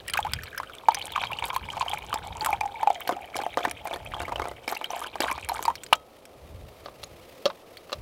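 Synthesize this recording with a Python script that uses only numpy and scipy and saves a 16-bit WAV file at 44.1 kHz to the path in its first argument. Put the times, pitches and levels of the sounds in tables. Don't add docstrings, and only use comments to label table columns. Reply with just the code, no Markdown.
import sys
import numpy as np
from scipy import signal
from scipy.fft import rfft, irfft, next_fast_len
from scipy.io import wavfile
from scipy.ndimage import map_coordinates

SR = 44100
rng = np.random.default_rng(int(sys.argv[2]) if len(sys.argv) > 2 else 0)


def master(y):
    cut = np.clip(np.atleast_2d(y).T, -1, 1)
    pcm = np.round(cut * 32767)
    wavfile.write(sys.argv[1], SR, pcm.astype(np.int16))


N = 353593
TOP_HZ = 16400

# start in seconds, level in dB, pitch in Hz, t60 in seconds.
AIR_POCKETS = [(.081, -27, 1800, 0.027), (.0985, -33, 1700, 0.014), (.1365, -25.5, 1960, 0.021),
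               (.1455, -22, 1170, 0.01), (.1545, -23, 980, 0.015), (.1731, -15.5, 1474, 0.014),
               (.1894, -13, 798, 0.018), (.2488, -19.5, 790, 0.0295), (.2666, -21, 888, 0.02),
               (.388, -26.5, 1610, 0.015), (.529, -33, 1590, .018), (.547, -28, 1500, 0.016),
               (.576, -22, 1510, 0.021), (.6005, -16, 974, 0.0076), (.632, -23, 1280, 0.0094),
               (.697, -30.5, 1320, 0.014), (.8852, -0.9, 878, 0.018), (.919, -23, 935, 0.013),
               (.9689, -27.5, 797, 0.046), (1.1606, -10.5, 1093, 0.0077), (1.1776, -14.5, 1010, 0.012),
               (1.2373, -19, 880, 0.013), (1.423, -22.5, 916, 0.015), (1.44, -22.5, 904, 0.026),
               (1.5024, -21, 984, 0.015), (1.531, -24, 990, .014), (1.5623, -14, 985, 0.017),
               (1.7694, -19, 895, 0.02), (1.8104, -14.5, 987, 0.015), (1.8262, -17.5, 897, 0.015),
               (1.9333, -21, 833, 0.032), (2.1285, -13, 1105, 0.0091), (2.1421, -14, 844, 0.003),
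               (2.157, -19.5, 870, 0.023), (2.412, -21.5, 865, 0.068), (2.4615, -15, 1240, 0.01),
               (2.4693, -16.5, 1006, .015), (2.4868, -18.5, 875, 0.039), (2.505, -20, 825, .028),
               (2.5298, -14, 800, 0.032), (2.6106, -14.5, 850, 0.019), (2.6336, -20, 815, 0.031),
               (2.6548, -17.5, 803, 0.039), (2.8302, -8.5, 873, 0.02), (2.8727, -5, 817, 0.024),
               (2.9025, -8.5, 770, 0.018), (3.0927, -10, 709, 0.016), (3.123, -25.5, 327, .022),
               (3.1652, -24, 775, 0.03), (3.389, -18, 809, 0.024), (3.436, -21, 856, 0.02),
               (3.4644, -12.5, 750, 0.01), (3.5726, -19, 563.4, 0.019), (3.6527, -12, 741, 0.0087),
               (3.673, -24, 314, 0.021), (3.8541, -21.5, 821.4, 0.012), (4.1374, -18, 1100, 0.006),
               (4.3209, -17.5, 940, 0.017), (4.9042, -20, 801, 0.015), (4.934, -24.5, 980, 0.016),
               (5.016, -23.5, 1130, 0.016), (5.2032, -19.5, 347, .02), (5.277, -40, 1050, 0.014),
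               (5.3146, -21.5, 1010, 0.031), (5.4953, -16.5, 913, 0.023), (5.5172, -16.5, 766, 0.022),
               (5.5921, -18, 929, 0.01), (5.654, -14.5, 976, 0.008), (5.6799, -8.5, 907, 0.026),
               (5.7014, -16, 951, 0.017), (5.9268, -1.5, 895, 0.008), (5.9285, -6.5, 1095, 0.0078),
               (5.9298, -2, 2755, 0.0072)]
# start in seconds, level in dB.
HEAVY_LUMPS = [(3.092, -14), (3.12, -26.5), (3.5725, -11.5), (3.651, -13), (3.941, -24.5), (4.281, -25),
               (4.203, -21.5), (4.358, -24), (4.397, -21.5), (4.419, -16), (4.455, -20.5), (4.678, -18.5),
               (4.724, -18), (4.813, -20.5), (5.156, -21.5), (5.204, -14.5), (5.24, -18), (5.379, -25)]
# start in seconds, level in dB.
SHARP_DROPLETS = [(0.0808, -19.5), (0.0988, -21), (0.1357, -14.5), (0.1733, -20.5), (0.204, -26),
                  (0.335, -11.5), (0.435, -25.5), (0.579, -22.5), (0.9458, -12.5), (1.563, -21),
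                  (2.1413, -16.5), (2.608, -24), (2.447, -15.5), (2.461, -12.5), (3.0753, -19.5),
                  (3.366, -18.5), (3.712, -19), (3.94, -27.5), (4.218, -27), (4.691, -25), (4.842, -27),
                  (5.205, -12), (5.313, -23), (5.4889, -15.5), (5.6267, -19), (5.6534, -18), (5.7546, -24),
                  (5.835, -22.5), (5.8643, -30), (5.9315, -11), (5.953, -26), (6.254, -30.5), (7.037, -25),
                  (7.7708, -30.5)]
# start in seconds, length in seconds, gurgle in dB, spatter in dB.
GLUGS = [(0.134, 0.042, -44, -58), (1.157, 0.069, -50, -82.5), (1.421, 0.12, -41.5, -43),
         (1.701, 0.26, -48, -50), (2.397, 0.14, -41, -45.5), (3.084, 0.045, -36.5, -70),
         (3.349, 0.088, -39, -39.5), (3.571, 0.13, -40, -50.5), (3.852, 0.13, -39.5, -55),
         (4.132, 0.396, -42.5, -61.5), (4.669, 0.081, -44.5, -35), (4.893, 0.18, -43.5, -42.5),
         (5.212, 0.11, -34.5, -40.5), (5.486, 0.23, -41.5, -47)]
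# time in seconds, typical pitch in Hz.
BUBBLE_PITCH = [(.6, 1580), (.9, 882), (1.6, 912), (2.6, 856), (3.2, 686.2), (4.4, 694), (5.6, 1002)]
BASE_PITCH_HZ = BUBBLE_PITCH[1][1]


def amp(db):
    return 10 ** (np.asarray(db) / 20)


def unit(x):
    return x / np.sqrt(np.mean(x ** 2) + 1e-20)


def along(points, hz):
    point_hz, values = np.transpose(points)
    return np.interp(np.log(hz + 1), np.log(point_hz), values)


def curves(rows):
    times, *columns = np.transpose(rows)
    return [np.interp(np.arange(N) / SR, times, column) for column in columns]


def wobble(per_s):
    knots = rng.standard_normal(int(N * per_s / SR) + 4)
    return map_coordinates(knots, [np.arange(N) * per_s / SR])


def filtered(x, response):
    size = next_fast_len(len(x) + 4096)
    return irfft(rfft(x, size) * response(np.fft.rfftfreq(size, 1 / SR)), size)[:len(x)]


def noise(colour):
    return unit(filtered(rng.standard_normal(N), lambda hz: amp(along(colour, hz))))


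def add(track, start_s, sound):
    part = track[max(round(start_s * SR), 0):][:len(sound)]
    part += sound[:len(part)]


def tight_impulse(colour_db, size=2048):
    cepstrum = irfft(np.log(amp(colour_db(np.fft.rfftfreq(size, 1 / SR)))))
    cepstrum[1:size // 2] *= 2
    cepstrum[size // 2 + 1:] = 0
    return irfft(np.exp(rfft(cepstrum)))


def burst(colour_db, t60, scatter):
    t = np.arange(SR // 20) / SR
    pushes = scatter * rng.standard_normal(len(t)) * amp(-60 * t / t60)
    pushes[0] += 1
    sound = signal.fftconvolve(pushes, tight_impulse(colour_db))
    return sound / np.abs(sound).max()


def room_tone():
    # frequency in Hz, level in dB.
    air_colour = [(20, -14), (180, -9.5), (350, -4), (530, 0.5), (700, -4.5), (1000, -12), (1300, -12),
                  (1700, -32), (2300, -25), (4000, -29.5), (7000, -35), (12000, -32), (16000, -66)]
    return amp(-51.5) * noise(air_colour)


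def handling_rumble():
    # time in seconds, level in dB.
    swells = [(0, -55.5), (.33, -38.5), (.55, -57), (.95, -59), (1.25, -48.5), (2.6, -48.5), (2.9, -62),
              (3.7, -55), (4.2, -44.5), (4.55, -48.5), (4.8, -71), (5.38, -49.5), (6.25, -68.5),
              (6.53, -41.5), (6.75, -56), (7.2, -54.5), (7.5, -77), (7.87, -66), (8.0, -46)]
    # frequency in Hz, level in dB.
    rumble_colour = [(20, -32.5), (40, -5), (70, 1.5), (110, -2), (170, -10), (300, -24), (700, -82)]
    rumble_db, = curves(swells)
    return amp(rumble_db + 2.5 * wobble(22)) * noise(rumble_colour)


def bubble(t, hz, t60, rise, swell=0.13, linger_db=-20):
    age = t / t60
    envelope = (1 - np.exp(-age / swell)) * (amp(-60 * age) + amp(linger_db - 20 * age))
    glide = rise * (np.hypot(age, .5) - .5) * np.tanh(age / 2)
    phase = hz * t60 * (age + glide)
    return envelope / envelope.max(axis=-1, keepdims=True) * np.sin(2 * np.pi * phase)


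def swarm(per_s, hz, spread, cycles, rise, uneven_db):
    when, pitch, life, size = rng.random((int(per_s * N / SR), 4)).T
    start = (when * N).astype(int)
    centre_hz = np.broadcast_to(hz, N)[start]
    ring_hz = np.minimum(centre_hz * np.exp(spread * (2 * pitch - 1)), TOP_HZ)[:, None]
    t60 = cycles * (.5 + life[:, None]) / ring_hz
    samples = np.arange(int(min(t60.max(), .03) * SR))
    strength = amp(uneven_db * np.minimum(-np.log(1 - size), 3))[:, None]
    grains = strength * bubble(np.float32(samples / SR), np.float32(ring_hz), np.float32(t60), rise)
    return unit(np.bincount((start[:, None] + samples).ravel(), grains.ravel(), N)[:N])


def hollow(x, direct):
    # centre in Hz, width in Hz, gain in dB.
    air_modes = [(915, 120, -0.5), (1533, 454, 7), (2280, 257, 4), (3060, 415, 2)]
    return filtered(x, lambda hz: direct + sum(
        amp(db) * 1j * hz * width / (centre ** 2 - hz ** 2 + 1j * hz * width)
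        for centre, width, db in air_modes))


def surge(t, attack_s=0.0038, release_s=0.018):
    gains = np.zeros((2, N))
    for start, length, *levels_db in GLUGS:
        corners_s = [0, attack_s, length, length + release_s, length + 3 * release_s]
        gains += amp(levels_db)[:, None] * np.interp(t - start, corners_s, [0, .7, .47, .06, 0])
    return gains


def stirring(t, boost_db=10, settle_s=0.0045):
    impacts = np.sort([-1] + [row[0] for row in [*AIR_POCKETS, *HEAVY_LUMPS, *SHARP_DROPLETS]])
    since_impact = t - impacts[np.searchsorted(impacts, t, "right") - 1]
    return boost_db * np.exp(-since_impact / settle_s)


def stream(end_s=5.98, dribble_db=4):
    # time in seconds, small bubbles in dB, gurgle in dB.
    thin_flow = [(0, -54.5, -57.5), (.8, -57, -53.5), (.96, -53.5, -52), (1.02, -43.5, -44.5),
                 (1.33, -46.5, -38.5), (1.45, -53, -56), (1.64, -48, -45.5), (1.85, -49.5, -40),
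                 (2.05, -50, -48), (2.3, -54, -40), (2.56, -56.5, -45), (2.75, -53, -39.5),
                 (3.25, -56, -42.5), (3.55, -51.5, -51), (4.05, -56, -47.5), (4.6, -61.5, -56.5),
                 (4.8, -49.5, -47.5), (5.1, -57, -55), (5.35, -50, -46), (5.75, -63, -80)]
    trickle_db, trickle_gurgle_db = curves(thin_flow)
    pitch_hz, = curves(BUBBLE_PITCH)
    t, clumps = np.arange(N) / SR, wobble(55)
    glug_gurgle, glug_spatter = surge(t)
    weakness = np.interp(trickle_db, [-54, -44], [1, 0])
    trickle_db = trickle_db + dribble_db * weakness * (clumps - .5)
    gurgle_db = 20 * np.log10(glug_gurgle + amp(trickle_gurgle_db))
    spatter_db = 20 * np.log10(glug_spatter + amp(trickle_db - 4))
    splash_db = (gurgle_db + spatter_db) / 2
    small_hz = 3050 * np.minimum(pitch_hz / BASE_PITCH_HZ, 1) ** 0.5
    middling = swarm(per_s=210, hz=pitch_hz, spread=.22, cycles=17, rise=.1, uneven_db=5)
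    splats = swarm(per_s=300, hz=1600, spread=1.1, cycles=6, rise=.1, uneven_db=9)
    small = swarm(per_s=500, hz=small_hz, spread=.36, cycles=16, rise=.15, uneven_db=6)
    tiny = swarm(per_s=700, hz=5800, spread=.45, cycles=20, rise=.1, uneven_db=7)
    pings = swarm(per_s=300, hz=10500, spread=.4, cycles=22, rise=.1, uneven_db=9)
    ticks = swarm(per_s=90, hz=10000, spread=.45, cycles=5, rise=0, uneven_db=10)
    gurgle = amp(gurgle_db - 1) * middling + amp(splash_db - 2.5) * splats
    trickle = (amp(trickle_db + 0.5) + amp(splash_db - 12.5)) * small
    sparkle = amp(splash_db - 16) * tiny + amp(spatter_db - 14) * pings
    fizz = amp(3 * clumps) * sparkle + amp(splash_db - 6) * ticks
    churn = amp(2.2 * clumps + stirring(t) - 2.5) * (t < end_s)
    return churn * (hollow(gurgle + trickle, direct=0.44) + fizz)


def falling(per_s, most=14):
    impacts = []
    for start, length, gurgle_db, spatter_db in GLUGS:
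        times = start + (np.arange(most) + rng.random(most)) / per_s
        impacts += [(time, gurgle_db, spatter_db) for time in times if time < start + length]
    return impacts


def spray(over_spatter_db=11.5, soft_tick_db=-5):
    out, t = np.zeros(N), np.arange(SR // 80) / SR
    tick_colour = [(200, -33), (2000, 9), (8000, -0.5), (15000, 1.5)]
    sharp = [(start, db, 0) for start, db in SHARP_DROPLETS]
    lesser = [(start, db + over_spatter_db, soft_tick_db) for start, _, db in falling(per_s=43)]
    for start, db, tick_db in sharp + lesser:
        for delay, pitch, faintness in rng.random((5, 3)):
            hz = 7400 * np.exp(.6 * (2 * pitch - 1))
            ping = bubble(t, hz, t60=34 / hz, rise=.1)
            add(out, start + .008 * delay ** 2, amp(db - 10 - 12 * faintness) * ping)
        tinted = lambda f: along(tick_colour, f) + 9 * np.exp(-(4 * (f / hz - 1)) ** 2)
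        add(out, start, amp(db + tick_db + 2) * burst(tinted, t60=.018, scatter=.16))
    return hollow(out, direct=1.0)


def typical_hz(time_s):
    return np.interp(time_s, *np.transpose(BUBBLE_PITCH))


def plops():
    out, t = np.zeros(N), np.arange(SR // 8) / SR
    snap_colour = [(60, -111), (1200, 2), (2600, -7), (5000, -15.5), (15000, -26)]
    for (start, db, hz, t60), chance in zip(AIR_POCKETS, rng.random(len(AIR_POCKETS))):
        rise = (.7 + .6 * chance) * np.interp((hz + typical_hz(start)) / 2, [850, 1150], [.03, .65])
        ring = bubble(t, hz, t60, rise, linger_db=np.interp(rise, [0, .3], [-21, -14]))
        snap = burst(lambda f: along(snap_colour, f), t60=.028, scatter=.21)
        add(out, start, amp(db - 2.5) * ring)
        add(out, start, amp(db - 17 + 10 * rise) * snap)
    return out


def slaps(over_gurgle_db=12.5, db_per_octave=11.5, plink_delay_s=0.00321):
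    # frequency in Hz, level in dB.
    splat_colour = [(40, -36), (150, -20), (300, -1), (520, 2), (850, 4.5), (1500, -5.5), (2400, -19.5),
                    (4000, -19.5), (16000, -35.5)]
    out, t = np.zeros(N), np.arange(SR // 16) / SR
    lumps = list(HEAVY_LUMPS)
    for start, gurgle_db, _ in falling(per_s=32):
        octaves_down = np.log2(BASE_PITCH_HZ / typical_hz(start))
        lumps.append((start, gurgle_db + over_gurgle_db + db_per_octave * octaves_down))
    for start, db in lumps:
        splat = burst(lambda f: along(splat_colour, f), t60=0.029, scatter=0.15)
        plink = bubble(t, hz=1705 * np.exp(rng.random() - .5), t60=0.023, rise=0.137)
        add(out, start, amp(db) * splat)
        add(out, start + plink_delay_s, amp(db - 17) * plink)
    return out


def tinkles(ring_cycles=28.7):
    # start in seconds, level in dB, pitch in Hz.
    droplets = [(0.138, -17, 2960), (0.176, -15.5, 2420), (0.228, -22, 3320), (0.784, -30.5, 3460),
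                (0.949, -22, 5040), (1.0148, -22, 3000), (1.024, -25, 4230), (1.27, -23, 3180),
                (1.3315, -20, 2740), (1.3874, -19.5, 2880), (1.702, -22.5, 3020), (1.8825, -19, 3050),
                (1.914, -20.5, 3280), (2.128, -23.5, 3000), (2.409, -18.5, 4400), (2.5289, -16.5, 2280),
                (2.6103, -18, 2350), (2.8732, -24, 2390), (2.954, -30, 3170), (3.3444, -25.5, 2247),
                (3.6496, -18.5, 1770), (3.9361, -23, 3380), (4.1432, -24.5, 3200), (4.2523, -25.5, 2193),
                (4.3584, -21, 2935), (4.6789, -21.5, 5115), (4.6794, -18.5, 2276), (4.7685, -22.5, 2680),
                (4.843, -17.5, 3020), (4.905, -24, 5850), (5.234, -21.5, 3700), (5.3135, -19, 2300)]
    out, t = np.zeros(N), np.arange(SR // 20) / SR
    for (start, db, hz), chance in zip(droplets, rng.random(len(droplets))):
        chirp = bubble(t, hz, t60=ring_cycles / hz, rise=0.214 * (.5 + chance))
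        tick = burst(lambda f: -9 * np.abs(np.log2((f + 20) / hz)), t60=0.025, scatter=0.15)
        add(out, start, amp(db - 2) * chirp)
        add(out, start, amp(db - 9.5) * tick)
    return out


def glass(liquid):
    # pitch in Hz, level in dB, t60 in seconds.
    wall_modes = [(1275, 0, 0.25), (1336, 10.5, 0.065), (3220, 10, 0.15), (3820, 4, 0.25)]
    t = np.arange(SR // 3) / SR
    ring = sum(amp(db - 60 * t / t60) * np.sin(2 * np.pi * hz * t) for hz, db, t60 in wall_modes)
    return amp(-64) * signal.fftconvolve(liquid, ring)[:N]


def faint_hiss():
    # time in seconds, level in dB.
    swell = [(6.0, -61.5), (6.9, -58.5), (7.35, -55.5), (7.6, -59.5), (8.0, -57)]
    hiss_db, = curves(swell)
    hiss_colour = [(500, -7), (2200, 6.5), (4500, 0.5), (7500, -7), (15000, -6)]
    return amp(hiss_db + 2.84 * wobble(150)) * noise(hiss_colour)


def knocks(body_hz=571, body_t60_s=.04):
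    # start in seconds, level in dB,
    # body in dB over that level, hardness as treble tilt in dB per octave.
    contacts = [(6.859, -28.5, -3, -2), (6.884, -30.5, -6, -6), (7.032, -29.5, -6, 2.5),
                (7.4557, -16.5, 3.5, 6.5), (7.461, -15, 2, 0.5), (7.467, -32, -14, -7), (7.476, -29, 1, 0),
                (7.501, -23, -18, -6), (7.895, -30, -8, -6.5), (7.92, -29, 0, -1), (7.928, -19.5, -1, 3)]
    # pitch in Hz, level in dB, t60 in seconds.
    shell_modes = [(1160, 0, .035), (1290, -5, .04), (1733, -10, .03), (2735, -8, .035), (3350, -6, .028),
                   (3930, -5, .028), (4400, -6, .028)]
    # frequency in Hz, level in dB.
    crack_colour = [(200, -21), (800, 4), (1200, 2.5), (1900, -8), (3600, -3), (5600, -7), (7500, -26),
                    (15000, -37)]
    out, t = np.zeros(N), np.arange(SR // 8) / SR
    for start, db, body_db, hardness in contacts:
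        tilt_db = lambda hz: hardness * np.log2(np.maximum(hz / shell_modes[0][0], 1))
        shell = np.zeros(len(t))
        for hz, mode_db, t60 in shell_modes:
            strike = (.5 + rng.random()) * rng.choice([-1, 1])
            shell += strike * amp(mode_db + tilt_db(hz) - 60 * t / t60) * np.sin(2 * np.pi * hz * t)
        body = amp(body_db - 60 * t / body_t60_s) * np.sin(2 * np.pi * body_hz * t)
        crack = burst(lambda f: along(crack_colour, f) + tilt_db(f), t60=.035, scatter=.4)
        add(out, start, amp(db) * (amp(-8.5) * shell + body))
        add(out, start, amp(db - 2) * crack)
    low_cut = signal.butter(2, 220, "highpass", fs=SR, output="sos")
    return signal.sosfilt(low_cut, out)


def kitchen(x):
    # frequency in Hz, t60 in seconds.
    decay_times = [(200, 0.28), (1000, 0.074), (4000, 0.037), (14000, 0.0039)]
    hz, t, spectrum = signal.stft(rng.standard_normal(SR // 3), SR, nperseg=256)
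    decay = amp(-60 * t / along(decay_times, hz)[:, None])
    _, tail = signal.istft(spectrum * decay, SR, nperseg=256)
    delayed_tail = np.pad(tail / np.linalg.norm(tail), (SR // 250, 0))
    return signal.fftconvolve(x, delayed_tail)[:N]


def scene():
    liquid = plops() + slaps() + tinkles() + spray() + stream() + faint_hiss()
    near = liquid + glass(liquid) + knocks()
    return (near + amp(-18) * kitchen(near) + room_tone() + handling_rumble())[None]


def record(dry, threshold_db=-3, recover_db_per_s=4, smooth_s=.025):
    x, t = dry[0], np.arange(N) / SR
    over_db = np.maximum(20 * np.log10(np.abs(x) + 1e-9) - threshold_db, 0)
    held_db = np.maximum.accumulate(over_db + recover_db_per_s * t) - recover_db_per_s * t
    pole = np.exp(-1 / (smooth_s * SR))
    duck_db = signal.lfilter([1 - pole], [1, -pole], held_db)
    clipped = np.clip(x * amp(-duck_db), -1, 1)
    return filtered(clipped, lambda hz: np.clip((TOP_HZ - hz) / 900, 0, 1))[None]


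dry = scene()
out = record(dry)
master(out)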